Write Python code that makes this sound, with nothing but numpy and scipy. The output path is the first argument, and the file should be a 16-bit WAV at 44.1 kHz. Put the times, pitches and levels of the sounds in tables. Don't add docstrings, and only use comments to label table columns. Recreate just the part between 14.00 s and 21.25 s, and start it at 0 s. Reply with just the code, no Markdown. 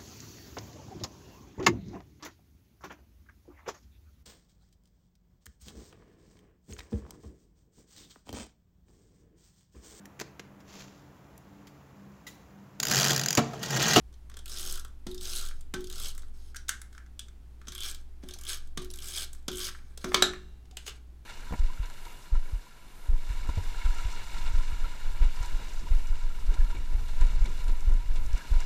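import sys
import numpy as np
from scipy import signal
from scipy.fft import rfft, irfft, next_fast_len
from scipy.io import wavfile
from scipy.ndimage import uniform_filter1d, map_coordinates

SR = 44100
rng = np.random.default_rng(int(sys.argv[2]) if len(sys.argv) > 2 else 0)


def ratio(d):
    e = np.asarray(d, float) / 20
    return 10 ** e


def master_out(mix):
    frames = np.transpose(np.atleast_2d(mix))
    ceiling = np.clip(frames, -1, 1)
    pcm = np.round(ceiling * 32767).astype(np.int16)
    wavfile.write(sys.argv[1], SR, pcm)


N = 319748

# pitch in Hz, level in dB per Hz.
HISS = [(50, -39), (85, -5), (161, -12.5), (201, -15), (381, -19.5), (507, -29), (690, -28), (788, -26.5),
        (879, -29.5), (1280, -32.5), (13800, -45.5), (16500, -49.5)]
MAINS_HZ = 60
# time in seconds, level in dB.
SWAY = [(0, -58.5), (.75, -28), (.91, -46), (1.11, -39.5), (1.47, -28.5), (1.86, -38), (2.06, -29),
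        (2.95, -53), (3.76, -48), (3.84, -31.5), (4.26, -46.5), (4.68, -31.5), (4.81, -39), (5.37, -37),
        (5.53, -50.5), (5.67, -39.5), (7.25, -55)]
SHUDDER_DB, SHUDDER_GROWS, SHUDDER_REST_DB = -38, 0.33, -64
SHUDDER_RISE_S, SHUDDER_T60_S = 0.053, 0.39
HUM_DB = [1, 0.5, -1, -7.5, 2.5, 7, -3.5]

# pitch in Hz, width in Hz, level in dB.
CASE = [(3316, 545, -0.5), (4030, 1500, -3), (5230, 1320, -3), (6420, 830, -4), (7910, 1890, -4.5),
        (10190, 1900, -9), (11700, 1600, -11.5), (14400, 1400, -14)]
# pitch in Hz, width in Hz, level in dB.
HOLLOW = [(1110, 270, -3), (1400, 224, 2), (1599, 214, 1.5), (2150, 880, -7.5)]
# pitch in Hz, width in Hz, level in dB.
TABLE = [(408, 114, 2), (683, 220, -2), (802, 130, -2.5), (1011, 45, -7)]
# pitch in Hz, width in Hz, level in dB.
LEGS = [(139.8, 54, 0.5), (190, 135, 3), (281, 149, 2)]
# time in seconds, peak in dB, hollow part in dB, top part in dB.
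TICKS = [(0.126, -52.5, -15, -10), (0.138, -48, -26, -13), (0.297, -45, -8.5, -5.5),
         (0.3148, -46, -5.5, -21), (0.3396, -38, -19, -17), (0.368, -35, -14.5, -5.5),
         (0.3888, -38.5, -20, -6.5), (0.847, -36.5, -10, -5.5), (0.8794, -58, -23, 3),
         (1.51, -41, -6.5, -11), (1.6084, -45.5, -16, 0), (1.9115, -37, -20, -7.5), (1.9353, -41, -14, -11),
         (1.948, -45, -17, -3.5), (2.191, -45, -22, -6), (4.91, -42, -21, -3), (4.817, -40, -25, -8),
         (2.1778, -42.5, -7, 3.5), (2.2197, -44, -22, -8.5), (2.231, -52, -5, -25), (3.614, -48, -4.5, -13),
         (3.652, -56, -15, -24), (3.67, -34.5, -15, -17), (4.228, -50, -8, -29), (4.3073, -31, -34, -15),
         (4.672, -50, -31, -3), (5.33, -42, -18, 3.5), (5.348, -50, -10, 1.5), (5.425, -61, -24, -4),
         (5.686, -36.5, -1.5, -25), (5.747, -46, -1, -19), (5.9739, -30.5, -24, -7), (6.129, -43, -21, -5),
         (6.135, -39, -25, -6), (6.334, -41.5, 4, -12)]
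TICK_THUD_DB = -23.5

# time in seconds, ratchet teeth passed so far.
ROLLED = [
    [(.458, 0), (.4796, 1), (.5406, 5), (.5852, 9), (.684, 18), (.7235, 21), (.7556, 23), (.7952, 25)],
    [(1.113, 0), (1.2103, 3), (1.255, 6), (1.309, 12), (1.3921, 22), (1.4106, 24), (1.487, 30)],
    [(1.8066, 0), (1.8421, 1), (1.8992, 3), (1.9258, 4), (1.9567, 5), (1.9803, 6), (2.0158, 8),
     (2.1021, 16), (2.1495, 17)],
    [(3.683, 0), (3.7206, 1), (3.7792, 3), (3.8052, 4), (3.8249, 5), (3.8533, 8), (3.8965, 12),
     (3.9226, 14), (3.9458, 15)],
    [(4.287, 0), (4.387, 2), (4.4359, 4), (4.4804, 7), (4.5197, 11), (4.5427, 13), (4.5714, 14)],
    [(4.8458, 0), (4.9026, 1), (4.9373, 2), (4.9576, 3), (5.0187, 7), (5.0448, 9), (5.149, 17), (5.196, 23),
     (5.2459, 27)],
    [(5.5175, 0), (5.5571, 3), (5.6026, 7), (5.632, 10), (5.667, 14), (5.6945, 16)],
]
# time in seconds, level in dB.
EFFORT = [
    [(.3, -84.5), (.44, -60), (.5, -47.5), (.56, -45.5), (.7, -41.5), (.76, -47), (.82, -54), (.9, -85)],
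    [(1.08, -52), (1.19, -57), (1.23, -44), (1.3, -42), (1.37, -41), (1.49, -50.5), (1.53, -55.5),
     (1.6, -57)],
    [(1.78, -55), (1.88, -56), (1.95, -49.5), (2.02, -42.5), (2.08, -44), (2.13, -57), (2.3, -59)],
    [(3.62, -67), (3.7, -55.5), (3.79, -52), (3.84, -42.5), (3.9, -42.5), (3.94, -57), (4.02, -57.5)],
    [(4.22, -58.5), (4.36, -53.5), (4.44, -62), (4.49, -37.5), (4.54, -40), (4.58, -56.5), (4.68, -58.5)],
    [(4.82, -45.5), (4.92, -93), (5.02, -47.5), (5.1, -44), (5.17, -39.5), (5.23, -39), (5.27, -62),
     (5.4, -57.5)],
    [(5.52, -49), (5.58, -45.5), (5.66, -35.5), (5.71, -51), (5.76, -54), (5.82, -58.5), (5.95, -59)],
]
# least level of the first teeth in dB, case drone in dB,
# pawl sings from in seconds, until in seconds, its ring in dB.
GRIP = [(-37, -26, 0.87, 0.42, -55), (-37.5, -11.5, 1.38, 1.3, -44), (-40, -33, 1.84, 1.5, -46.5),
        (-31.5, -7, 3.775, 3.84, -31.5), (-36.5, -6.5, 4.49, 4.53, -36), (-35.5, -7, 5.162, 5.185, -34),
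        (-31.5, -5, 4.9, 6.6, -37.5)]
PRESS_DB = [3.5, 2.5, 2.5, -1, -2, 0.5, -3.5]
# time in seconds, change in dB.
CATCHES = [(.458, 10.5), (.4796, 7), (.495, 4), (1.113, 0.5), (1.145, 5.5), (1.178, 0.5), (1.21, 2.5),
           (1.8066, 4), (1.8421, 4), (1.871, 4), (1.8992, 8), (1.9258, 7.5), (1.9567, 4), (1.998, 1.5),
           (2.1495, 1), (3.683, -13), (3.7206, 1), (3.75, 2.5), (3.7792, 1.5), (3.8052, 3.5), (3.9226, -3),
           (3.9458, 4.5), (4.287, 8), (4.337, 4.5), (4.387, 0), (4.4135, 5), (4.4359, 5.5), (4.8458, 5),
           (4.9026, -2.5), (4.9373, 2.5), (4.9576, 4), (4.973, -2.5), (4.988, 5), (5.0187, -8),
           (5.0448, 5.5), (5.5175, 3), (5.544, -4)]
# time in seconds, peak in dB, brightness in dB.
SNAPS = [(0.5171, -36, -4), (0.5625, -34, -3), (0.5716, -33, -1), (0.5846, -35.0, 5), (0.595, -30, 2.5),
         (0.608, -34.5, 6), (0.662, -31.0, 4), (0.6732, -30.5, -1), (0.6963, -33, 4), (0.7101, -35, 4.0),
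         (0.724, -31.5, 8), (0.7399, -33, 2), (0.7554, -32, 1), (0.774, -31, 0.0), (0.7953, -34.5, 3),
         (1.2296, -37.0, 6), (1.2442, -34, -3.0), (1.3337, -31.0, 2), (1.3428, -32, 0), (1.3512, -30, -2.0),
         (1.3602, -28.5, 5), (1.3676, -31.0, -4), (1.3756, -31, 5), (1.3838, -28, 2.5), (1.3918, -30, 0),
         (1.4106, -29.5, 2), (1.4246, -35, 2), (1.4723, -38.5, 6), (1.4867, -34.5, 0), (1.9802, -31.5, -2),
         (2.015, -41, -1), (2.0349, -34, 3), (2.0455, -34, -6.0), (2.057, -29.5, -3), (2.083, -39, 11),
         (3.8333, -30, 3), (3.8852, -28.5, 0.5), (3.8965, -33.5, 6), (3.912, -34, 3.5), (4.4509, -34.5, 3),
         (4.4668, -35.5, -3), (4.4791, -37, 4), (5.0028, -41.0, 1), (5.0841, -31.5, 2), (5.099, -40, 0),
         (5.107, -37.0, 3), (5.1211, -38, 0), (5.136, -36, -4), (5.149, -31.5, -6), (5.1589, -30, 0.0),
         (5.1743, -30.5, -6), (5.181, -29.0, 3), (5.556, -34, 4.5), (5.5649, -36.0, 2.5),
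         (5.5707, -32.5, 4), (5.582, -32.5, 2), (5.5919, -30.5, 2.0), (5.6023, -28, -1), (5.654, -36, -3),
         (5.6677, -27, -2)]
SNAP_DB, BLURRED_DB = 2.5, -1
TOOTH_DB, TOOTH_GROWS = -30, 0.74
TOOTH_SCATTER_DB, TOOTH_JITTER_S, TOOTH_LEAD_S = 2.2, .0012, .001
BREAK_DB = -3
REBOUND_S, REBOUND_DB, SLOW_S = .0095, -6, .021
# pitch in Hz, width in Hz, level in dB.
PAWL = [(3300, 480, 0)]
PAWL_RISE_DB_S, PAWL_FALL_DB_S = 208, 402
# pitch in Hz, level in dB per Hz.
CRACKLE = [(1290, -40.5), (2200, -8), (2740, -15), (3350, -16), (3650, -13), (6310, -10.5), (7350, -13.5),
           (8340, -9), (9300, -12), (11500, -22), (15000, -26), (16000, -31), (16500, -44)]
DRONE_LAGS, RUB_DB, RUB_LAGS = 0.38, -16, 0.27
# start in seconds, length in seconds, level in dB, case drone in dB.
SLIDES = [
    (2.34, 0.18, -56, -12),
    (2.929, 0.06, -57, -4),
    (6.008, 0.16, -51.5, -6),
    (6.775, 0.196, -56, -6.5),
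    (6.867, 0.017, -42.5, -7.5),
]
SLIDE_RISE_DB_S, SLIDE_FALL_DB_S = 1197.5, 601
# time in seconds, level in dB.
THUMB = [(0, -21), (.5, 0), (.6, 4), (.8, 0.5), (1.2, 0), (1.42, 3), (1.5, -1), (1.9, -3), (2.1, 4.5),
         (3.7, 1), (3.9, 0.5), (4.4, 1.5), (4.52, -1), (5.05, -2), (5.18, 0), (5.6, -3.5), (5.72, 0),
         (7.25, 0.5)]
# pitch in Hz, width in Hz, level in dB.
TILTED = [(1166, 374, -2), (1418, 170, 3), (1600, 180, 1.5), (2346, 257, -1)]
TURN_S = 3
GRIP_WANDERS_DB, HOLLOW_WANDERS_DB, PATCHY_DB = 1.5, 2.5, 2
TOP_HZ, TOP_LIFT_DB = 11000, 2.5

# time in seconds, pitch in Hz, level in dB,
# time to fall 60 dB in seconds.
PINGS = [(.369, 3400, -49, .05), (1.113, 3800, -35.5, 0.024), (1.179, 3640, -37, 0.023),
         (1.741, 1510, -35.5, 0.09), (2.566, 5100, -45, .015), (2.691, 1300, -47, .07),
         (3.193, 3320, -33, 0.013), (3.684, 6300, -33, 0.024), (4.338, 6300, -33, 0.024),
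         (6.043, 550, -35.5, 0.06), (4.362, 740, -42, 0.014), (2.8165, 10700, -38, .015),
         (2.692, 9800, -27.5, 0.017), (6.7115, 3250, -58, 0.012), (4.912, 10500, -36, 0.017),
         (2.566, 5700, -38, .05), (5.23, 753, -46, 0.026), (5.517, 3480, -44, 0.045),
         (6.144, 2230, -18, 0.033), (6.144, 3100, -26, .03), (6.223, 1700, -35, 0.23),
         (6.222, 3870, -34, 0.24), (6.223, 7300, -29, 0.15), (6.223, 11330, -38, 0.13),
         (6.336, 1770, -45, .02)]

# time in seconds, peak in dB, hollow part in dB, thud part in dB, weight in dB.
BLOWS = [
    (1.0661, -29, -14, -16.5, -34.5),
    (1.738, -21, -11.5, -18.5, -32.5),
    (3.6808, -28.5, -17, -35, -46),
    (4.2343, -41.5, -9.5, -9, -40),
    (4.773, -21, -12.5, -21.5, -35),
    (5.4803, -17.5, -16, -20.5, -33.5),
    (6.0416, -24.5, -8.5, -9, -31.5),
    (6.118, -38.5, 3.5, 1, -50),
    (6.143, -5, -11, -20.5, -31),
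    (6.2219, -2, -14, -25.5, -34.5),
]
LET_GO_S, FALLS_FLAT_S = 6.1, 6.2
BLOW_TOP_DB = -12
# pitch in Hz, width in Hz, level in dB.
LANDS = [(3170, 250, 1.5), (3600, 240, 2.5), (4566, 520, -4), (5870, 1300, -7)]
# pitch in Hz, width in Hz, level in dB.
LANDS_AIR = [(720, 280, -1), (1310, 310, -0.5), (1660, 200, -1.5), (2130, 200, 1.5)]
# pitch in Hz, width in Hz, level in dB.
DROPPED = [(2635, 450, -11), (3400, 290, -0.5), (3496, 310, -2), (3870, 160, 3), (4610, 400, -6.5),
           (5240, 480, -5), (5950, 430, -4.5), (7600, 540, -7)]
# pitch in Hz, width in Hz, level in dB.
FLAT = [(560, 130, -4.5), (1380, 220, 0.5), (1680, 180, 0.5), (2160, 410, -5)]
# pitch in Hz, level in dB, time to fall 60 dB in seconds.
STAND = [(163, -34, 1.1), (209.6, -26.5, 0.67), (261, -11, 0.21), (313, -25.5, 0.53), (366.3, -5, 0.38),
         (363, -35.5, 0.51), (414, -26, 0.5)]
# pitch in Hz, level under the blow in dB, time to fall 60 dB in seconds.
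SPRING = [(1280, -57, 0.48), (2780, -63, 1.2), (3850, -45.5, 0.45)]
RING_DB, RING_GROWS = -40.5, 1.7

# time in seconds, peak in dB, hollow part in dB, top part in dB.
CREAKS = [(2.545, -43.5, -2.5, -7), (2.559, -39, -4, -3), (2.5641, -29, -31, -7.5), (2.6825, -28, -14, -11),
          (2.691, -16, -10.5, -4.5), (2.8153, -37.5, -12, -1.5), (2.927, -51, -10, -6),
          (2.948, -49.5, -4.5, -20), (2.978, -43, -4, -13), (3.061, -53.5, -9, -23),
          (3.1921, -30, -20, -4.5), (3.283, -45.5, -9.5, -13)]
CREAK_THUD_DB = -49
# pitch in Hz, width in Hz, level in dB.
OPEN_CASE = [(3430, 980, -4), (5570, 1400, -2.5), (6800, 1200, -2)]
# pitch in Hz, width in Hz, level in dB.
LOOSE_HOLLOW = [(1280, 296, -2), (1597, 216, 3.5), (1810, 234, -3), (2160, 180, -3)]

# time in seconds, peak in dB, hollow part in dB, top part in dB.
FLICKS = [(6.654, -53, -13.5, -18), (6.7101, -42.5, -25, -14.5), (6.769, -26, -28, -8),
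          (6.864, -31.5, -22.5, -23), (6.8768, -27.5, -19.5, -22), (6.8796, -27, -21.5, -21.5),
          (6.887, -42, -14.5, -22), (6.894, -38.5, -12, -22), (6.906, -42, -12, -22)]
# pitch in Hz, width in Hz, level in dB.
SHEET = [(3060, 750, -1), (5200, 810, -4.5), (6920, 970, -4), (7860, 900, -9.5)]
# time in seconds, pitch in Hz, level in dB, time to fall 60 dB in seconds.
CARD = [(6.722, 747, -50, 0.11)]

# pitch in Hz, time to fall 60 dB in seconds.
ROOM = [(200, 0.28), (1500, 0.25), (4000, 0.2), (8000, 0.22), (12000, 0.16), (15500, 0.098)]
LATE_DB, LATE_T60_S = -25, 0.73
# pitch in Hz, level in dB.
WALLS = [(300, -5.5), (1600, -2), (4000, -3), (8000, -8.5), (12000, -8), (15500, -7)]
SCATTER_HZ = 2400


def unit(x):
    return x / np.sqrt(np.mean(x ** 2) + 1e-20)


def along(points, hz):
    f, v = np.transpose(points)
    return np.interp(np.log(hz + 1), np.log(f + 1), v)


def curves(tables):
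    out = np.full((len(tables[0][0]) - 1, N), -120.)
    for rows in tables:
        s, *cols = np.transpose(rows)
        i = np.arange(round(s[0] * SR), min(N, round(s[-1] * SR)))
        out[:, i] = [np.interp(i / SR, s, c) for c in cols]
    return out


def per_stroke(values):
    return np.interp(np.arange(N) / SR, [rows[3][0] for rows in EFFORT], values)


def swell(t, start, end, db, rise_db_s, fall_db_s):
    return db - rise_db_s * np.maximum(start - t, 0) - fall_db_s * np.maximum(t - end, 0)


def wobble(rate):
    knots = rng.standard_normal(int(N * rate / SR) + 4)
    return map_coordinates(knots, [np.arange(N) * rate / SR])


def filtered(x, response):
    m = next_fast_len(N + SR // 2)
    return irfft(rfft(x, m) * response(np.fft.rfftfreq(m, 1 / SR)), m)[..., :N]


def modes(table):
    def response(f):
        return sum((-1) ** k * ratio(db) * 1j * f * w / (c * c - f * f + 1j * f * w)
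                   for k, (c, w, db) in enumerate(table))
    return response


def bursts(s, db, rise, t60, even):
    t = np.arange(1024) / SR
    shape = (1 - np.exp(-t / rise)) * ratio(-30 * t / t60)
    z = rfft(shape * rng.standard_normal((len(s), len(t))))
    puffs = shape * irfft(z / np.abs(z) ** even)
    puffs *= ratio(db)[:, None] / np.linalg.norm(puffs, axis=1, keepdims=True)
    at = np.round(s * SR).astype(int)[:, None] + np.arange(len(t))
    return np.bincount(at.ravel(), puffs.ravel(), N + SR)[:N]


def unsteady(hz, width_hz):
    noise = filtered(rng.standard_normal(N), lambda f: modes([(hz, width_hz, 0)])(f) ** 2)
    narrow = signal.hilbert(noise, next_fast_len(N))[:N]
    return np.sqrt(2) * np.real(narrow / (np.abs(narrow) + 0.24 * np.std(narrow)))


def background():
    hum = ratio(-46.5) * np.sin(2 * np.pi * MAINS_HZ * np.arange(N) / SR)
    rumble = filtered(rng.standard_normal(N), lambda hz: modes([(28, 25, -3), (62, 30, -9)])(hz) ** 2)
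    hiss = filtered(rng.standard_normal(N), lambda hz: ratio(along(HISS, hz)))
    return hum + ratio(-56.0) * unit(rumble) + ratio(-61.5) * unit(hiss)


def stand(drawn):
    sway_db, = uniform_filter1d(curves([SWAY]), size=2000)
    shudder = ratio(SHUDDER_REST_DB)
    for s, *_, weight_db in BLOWS:
        t = np.maximum(np.arange(N) / SR - s, 0)
        db = SHUDDER_DB + SHUDDER_GROWS * (weight_db + 33.5) - 60 * t / SHUDDER_T60_S
        shudder = shudder + ratio(db) * (1 - np.exp(-t / SHUDDER_RISE_S))
    out = ratio(sway_db) * unsteady(15, 2.8)
    out += shudder * (unsteady(32, 13) + ratio(-4.5) * unsteady(72, 8.7))
    push = np.sqrt(np.abs(uniform_filter1d(drawn ** 2, size=3000)))
    hum_db = -21 + per_stroke(HUM_DB) + 2.5 * wobble(6)
    return out + ratio(hum_db) * push * unsteady(366, 4.1)


def contacts(s, db, hollow_db, top_db, thud_db, t60, air=HOLLOW, body=CASE[:4]):
    shell = bursts(s, db + 23.0, rise=0.0037, t60=t60, even=0.25)
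    edges = bursts(s, db + top_db + 29.5, rise=0.00066, t60=1.6 * t60, even=0.72)
    hollow = bursts(s, db + hollow_db + 35.5, rise=0.00054, t60=0.95 * t60, even=0.44)
    thud = bursts(s, db + thud_db + 41.5, rise=0.0029, t60=0.75 * t60, even=0.67)
    out = filtered(shell, modes(body)) + filtered(hollow, modes(air)) + filtered(thud, modes(TABLE))
    return out + filtered(edges, lambda hz: modes(CASE[4:-1])(hz) * modes([(10500, 15000, 1)])(hz))


def ticks():
    return contacts(*np.transpose(TICKS), TICK_THUD_DB, t60=0.012)


def rubbing():
    rows = [[(s, db, grip[1]) for s, db in effort] for effort, grip in zip(EFFORT, GRIP)]
    effort_db, grip_db = curves(rows)
    t = np.arange(N) / SR
    slides_db = np.array([swell(t, s, s + hold, db, SLIDE_RISE_DB_S, SLIDE_FALL_DB_S)
                          for s, hold, db, _ in SLIDES])
    db = np.maximum(effort_db, slides_db.max(axis=0))
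    slide_drone_db = np.transpose(SLIDES)[-1][slides_db.argmax(axis=0)]
    drone_db = np.where(effort_db == db, np.maximum(grip_db, -40), slide_drone_db)
    drone_db = drone_db - DRONE_LAGS * (np.maximum(db, -62) + 44.0)
    return db, drone_db, RUB_DB - RUB_LAGS * (db + 40.5)


def teeth(effort_db):
    rows = []
    for rolled, effort, (first_db, _, sings, stops, ring_db) in zip(ROLLED, EFFORT, GRIP):
        at, passed = np.transpose(rolled)
        s = np.interp(np.arange(passed[-1] + 1), passed, at) - TOOTH_LEAD_S
        slow = np.gradient(s) > SLOW_S
        s += TOOTH_JITTER_S * rng.standard_normal(len(s)) * ~slow
        db = TOOTH_DB + TOOTH_GROWS * (effort_db[(s * SR).astype(int)] + 44.0)
        building = s < max(effort, key=lambda row: row[1])[0]
        db = np.where(building, np.maximum(db, first_db), db)
        db += TOOTH_SCATTER_DB * rng.standard_normal(len(s)) * ~slow
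        db[0] += BREAK_DB
        s, db = np.r_[s, s[slow] + REBOUND_S], np.r_[db, db[slow] + REBOUND_DB]
        rows.append([s, db, swell(s, sings, stops, ring_db, PAWL_RISE_DB_S, PAWL_FALL_DB_S)])
    rows = np.concatenate(rows, axis=1)
    for s, db in CATCHES:
        rows[1, np.abs(rows[0] + TOOTH_LEAD_S - s).argmin()] += db
    return rows[:, np.argsort(rows[0])]


def marked(s, db):
    at, peak_db, bright_db = np.transpose(SNAPS)
    i = np.abs(s[:, None] + TOOTH_LEAD_S - at).argmin(axis=0)
    db = db + BLURRED_DB * (np.gradient(s) < .014)
    s, tilt_db = s.copy(), np.zeros(len(s))
    s[i], db[i], tilt_db[i] = at - TOOTH_LEAD_S, peak_db + SNAP_DB, bright_db
    return s, db, tilt_db


def adhesive_grains():
    snaps = ratio(0.96 * rng.exponential(size=N)) * (rng.random(N) < .02)
    clumps = uniform_filter1d(snaps, size=50)
    return (unit(clumps) + 1.2) * rng.standard_normal((3, N))


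def case_shell(s, db, tilt_db, crackle):
    clicks = bursts(s, db + 16, rise=0.00062, t60=0.016, even=0.26)
    out = filtered(clicks, lambda hz: modes(CASE)(hz) * modes([(7000, 14000, 0)])(hz))
    for mode in CASE:
        mode_hz, width_hz, mode_db = mode
        strike_db = db + 18 + tilt_db * np.sign(mode_hz - 6000) + 3 * rng.standard_normal(len(s))
        snaps = bursts(s, strike_db, rise=.0013, t60=.017, even=.3)
        push = ratio(GRIP_WANDERS_DB * wobble(24)) * (snaps + ratio(4.5 - mode_db) * crackle)
        out += filtered(push, lambda hz: modes([mode])(hz) * modes([(mode_hz, 2.5 * width_hz, 0)])(hz))
    return out


def case_hollow(s, db, drone):
    inside = bursts(s, db + 16.5, rise=0.0016, t60=0.036, even=0.09) + drone
    inside *= ratio(curves([THUMB])[0] + HOLLOW_WANDERS_DB * wobble(20))
    turned = np.arange(N) > TURN_S * SR
    both = np.array([inside * ~turned, inside * turned])
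    return filtered(both, lambda hz: np.array([modes(HOLLOW)(hz), modes(TILTED)(hz)]) ** 2).sum(axis=0)


def pawl(s, ring_db):
    plucks = bursts(s, ring_db + 2.7 * rng.standard_normal(len(s)), rise=0.0005, t60=0.021, even=0.39)
    return ratio(32.5) * filtered(plucks, lambda hz: modes(PAWL)(hz) ** 2)


def strokes():
    crackle_db, drone_db, rub_db = rubbing()
    s, db, ring_db = teeth(crackle_db)
    gap = np.diff(s, prepend=0)
    db = db - 3 * np.clip(1.6 - gap / .012, 0, 1)
    s, db, tilt_db = marked(s, db)
    faint_db = 1.16 * np.maximum(-48.0 - crackle_db, 0)
    level = uniform_filter1d(ratio(crackle_db - 5.0 - faint_db), size=400)
    grains = adhesive_grains()
    crackle = level * unit(filtered(grains[0], lambda hz: ratio(along(CRACKLE, hz))))
    drone = level * ratio(drone_db + 10.0) * grains[1]
    rub = level * ratio(rub_db + per_stroke(PRESS_DB)) * unit(filtered(grains[2], modes(LEGS + TABLE)))
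    out = ratio(-3.5) * crackle + case_shell(s, db, tilt_db, crackle)
    return out + case_hollow(s, db, drone) + pawl(s, ring_db) + rub


def brightened(x):
    top = filtered(x, lambda hz: 1 / (1 + (TOP_HZ / (hz + 1)) ** 10))
    return x + top * (ratio(TOP_LIFT_DB) - 1)


def patchy(x):
    hz, t, z = signal.stft(x, SR, nperseg=256)
    field = uniform_filter1d(rng.standard_normal(z.shape), size=4, axis=0)
    field = unit(uniform_filter1d(field, size=4, axis=1))
    gain_db = PATCHY_DB * field * (hz > SCATTER_HZ)[:, None] - 0.5
    return signal.istft(z * ratio(gain_db), nperseg=256)[1][:N]


def pings():
    out, t = np.zeros(N), np.arange(SR // 4) / SR
    chance = rng.standard_normal((len(PINGS), 2, 3, 1))
    for (s, hz, db, t60), (detune, turn) in zip(PINGS, chance):
        tones = np.sin(2 * np.pi * (hz * (1 + .025 * detune) * t + turn)).sum(axis=0) / np.sqrt(3)
        out[round(s * SR):][:len(t)] += ratio(db - 60 * t / t60) * (1 - np.exp(-t / 0.0007)) * tones
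    return out


def blows():
    s, db, hollow_db, thud_db, _ = np.transpose(BLOWS)
    held, flat = s < LET_GO_S, s > FALLS_FLAT_S
    tip = (s > LET_GO_S) & (s < FALLS_FLAT_S)
    out = contacts(s[held], db[held], hollow_db[held], BLOW_TOP_DB, thud_db[held], t60=0.019)
    out += contacts(s[tip], db[tip], hollow_db[tip], BLOW_TOP_DB - 3.5, thud_db[tip], t60=.012,
                    air=LANDS_AIR, body=LANDS)
    return out + contacts(s[flat], db[flat], hollow_db[flat], BLOW_TOP_DB - 5.0, thud_db[flat], t60=0.0088,
                          air=FLAT, body=DROPPED)


def thumps():
    push, t = np.zeros(N), np.arange(400) / SR
    shape = t * np.exp(-t / 0.0004)
    for s, *_, weight_db in BLOWS:
        push[round(s * SR):][:len(t)] += ratio(weight_db + 47.0) * shape / shape.sum()
    return filtered(push, modes(LEGS))


def ring():
    out, t = np.zeros(N + SR), np.arange(SR) / SR

    def tones(table, start):
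        return sum(ratio(db + rng.normal(0, 1) - 60 * t / t60) * np.sin(2 * np.pi * hz * (start + t))
                   for hz, db, t60 in table)

    for start, db, *_, weight_db in BLOWS:
        ring_db = RING_DB + RING_GROWS * (weight_db + 36.5) + 14.0
        late = ratio(ring_db) * (1 - np.exp(-t / 0.032)) ** 2 * tones(STAND, start)
        out[round(start * SR):][:SR] += late + ratio(db) * tones(SPRING, start)
    return out[:N]


def creaks():
    return contacts(*np.transpose(CREAKS), CREAK_THUD_DB, t60=0.01, air=LOOSE_HOLLOW, body=OPEN_CASE)


def flicks():
    return contacts(*np.transpose(FLICKS), TICK_THUD_DB, t60=0.0096, body=SHEET)


def card():
    out = np.zeros(N)
    for s, hz, db, t60 in CARD:
        t = np.maximum(np.arange(N) / SR - s, 0)
        out += ratio(db - 60 * t / t60) * (1 - np.exp(-t / 0.01)) * np.sin(2 * np.pi * hz * t)
    return out


def dying_away(hz, t):
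    return ratio(-60 * t / along(ROOM, hz)[:, None]) + ratio(LATE_DB - 60 * t / LATE_T60_S)


def scattered(x):
    hz, t, z = signal.stft(x, SR, nperseg=256)
    dying = dying_away(hz, t[:160]) ** 2
    power = uniform_filter1d(np.abs(z) ** 2, size=3, axis=0)
    power = signal.fftconvolve(power, dying / dying.sum(axis=1).mean(), axes=1)[:, :z.shape[1]]
    fresh = signal.stft(rng.standard_normal(N), nperseg=256)[2]
    hiss = signal.istft(fresh / np.std(fresh) * np.sqrt(np.abs(power)), nperseg=256)[1]
    return np.pad(hiss, (220, 0))[:N]


def room(x):
    wet, step = np.zeros(N + 2 * SR), SR // 3
    for i in range(0, N, step):
        hz, t, z = signal.stft(rng.standard_normal(SR // 2), SR, nperseg=256)
        tail = signal.istft(z * dying_away(hz, t), SR, nperseg=256)[1]
        echo = signal.fftconvolve(x[i:i + step], tail / np.linalg.norm(tail))
        wet[i + 220:][:len(echo)] += echo

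    def shares(hz):
        low = 1 / (1 + (hz / SCATTER_HZ) ** 8)
        return np.sqrt([.25 + 0.8 * low, 0.79 * (1 - low)])

    late = filtered(np.array([wet[:N], scattered(x)]), shares).sum(axis=0)
    near_wall = np.pad(x, (round(0.0052 * SR), 0))[:N]
    return ratio(-3.0) * late + ratio(-10.0) * near_wall


def scene():
    drawn = patchy(brightened(strokes()))
    hits = ticks() + pings() + blows() + creaks() + flicks()
    low = thumps()
    answer = room(ratio(-0.5) * drawn + hits + ratio(1.0) * low)
    answer = filtered(answer, lambda hz: ratio(along(WALLS, hz)))
    return (drawn + hits + answer + ring() + low + card() + stand(drawn) + background())[None]


def top_cut(x):
    return signal.sosfilt(signal.butter(12, 16680, fs=SR, output="sos"), x)


def record(dry):
    limited = filtered(dry, lambda hz: np.where(hz < 15900, 1, ratio(-30.0)))
    return top_cut(limited - .0007)


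dry = scene()
out = record(dry)
master_out(out)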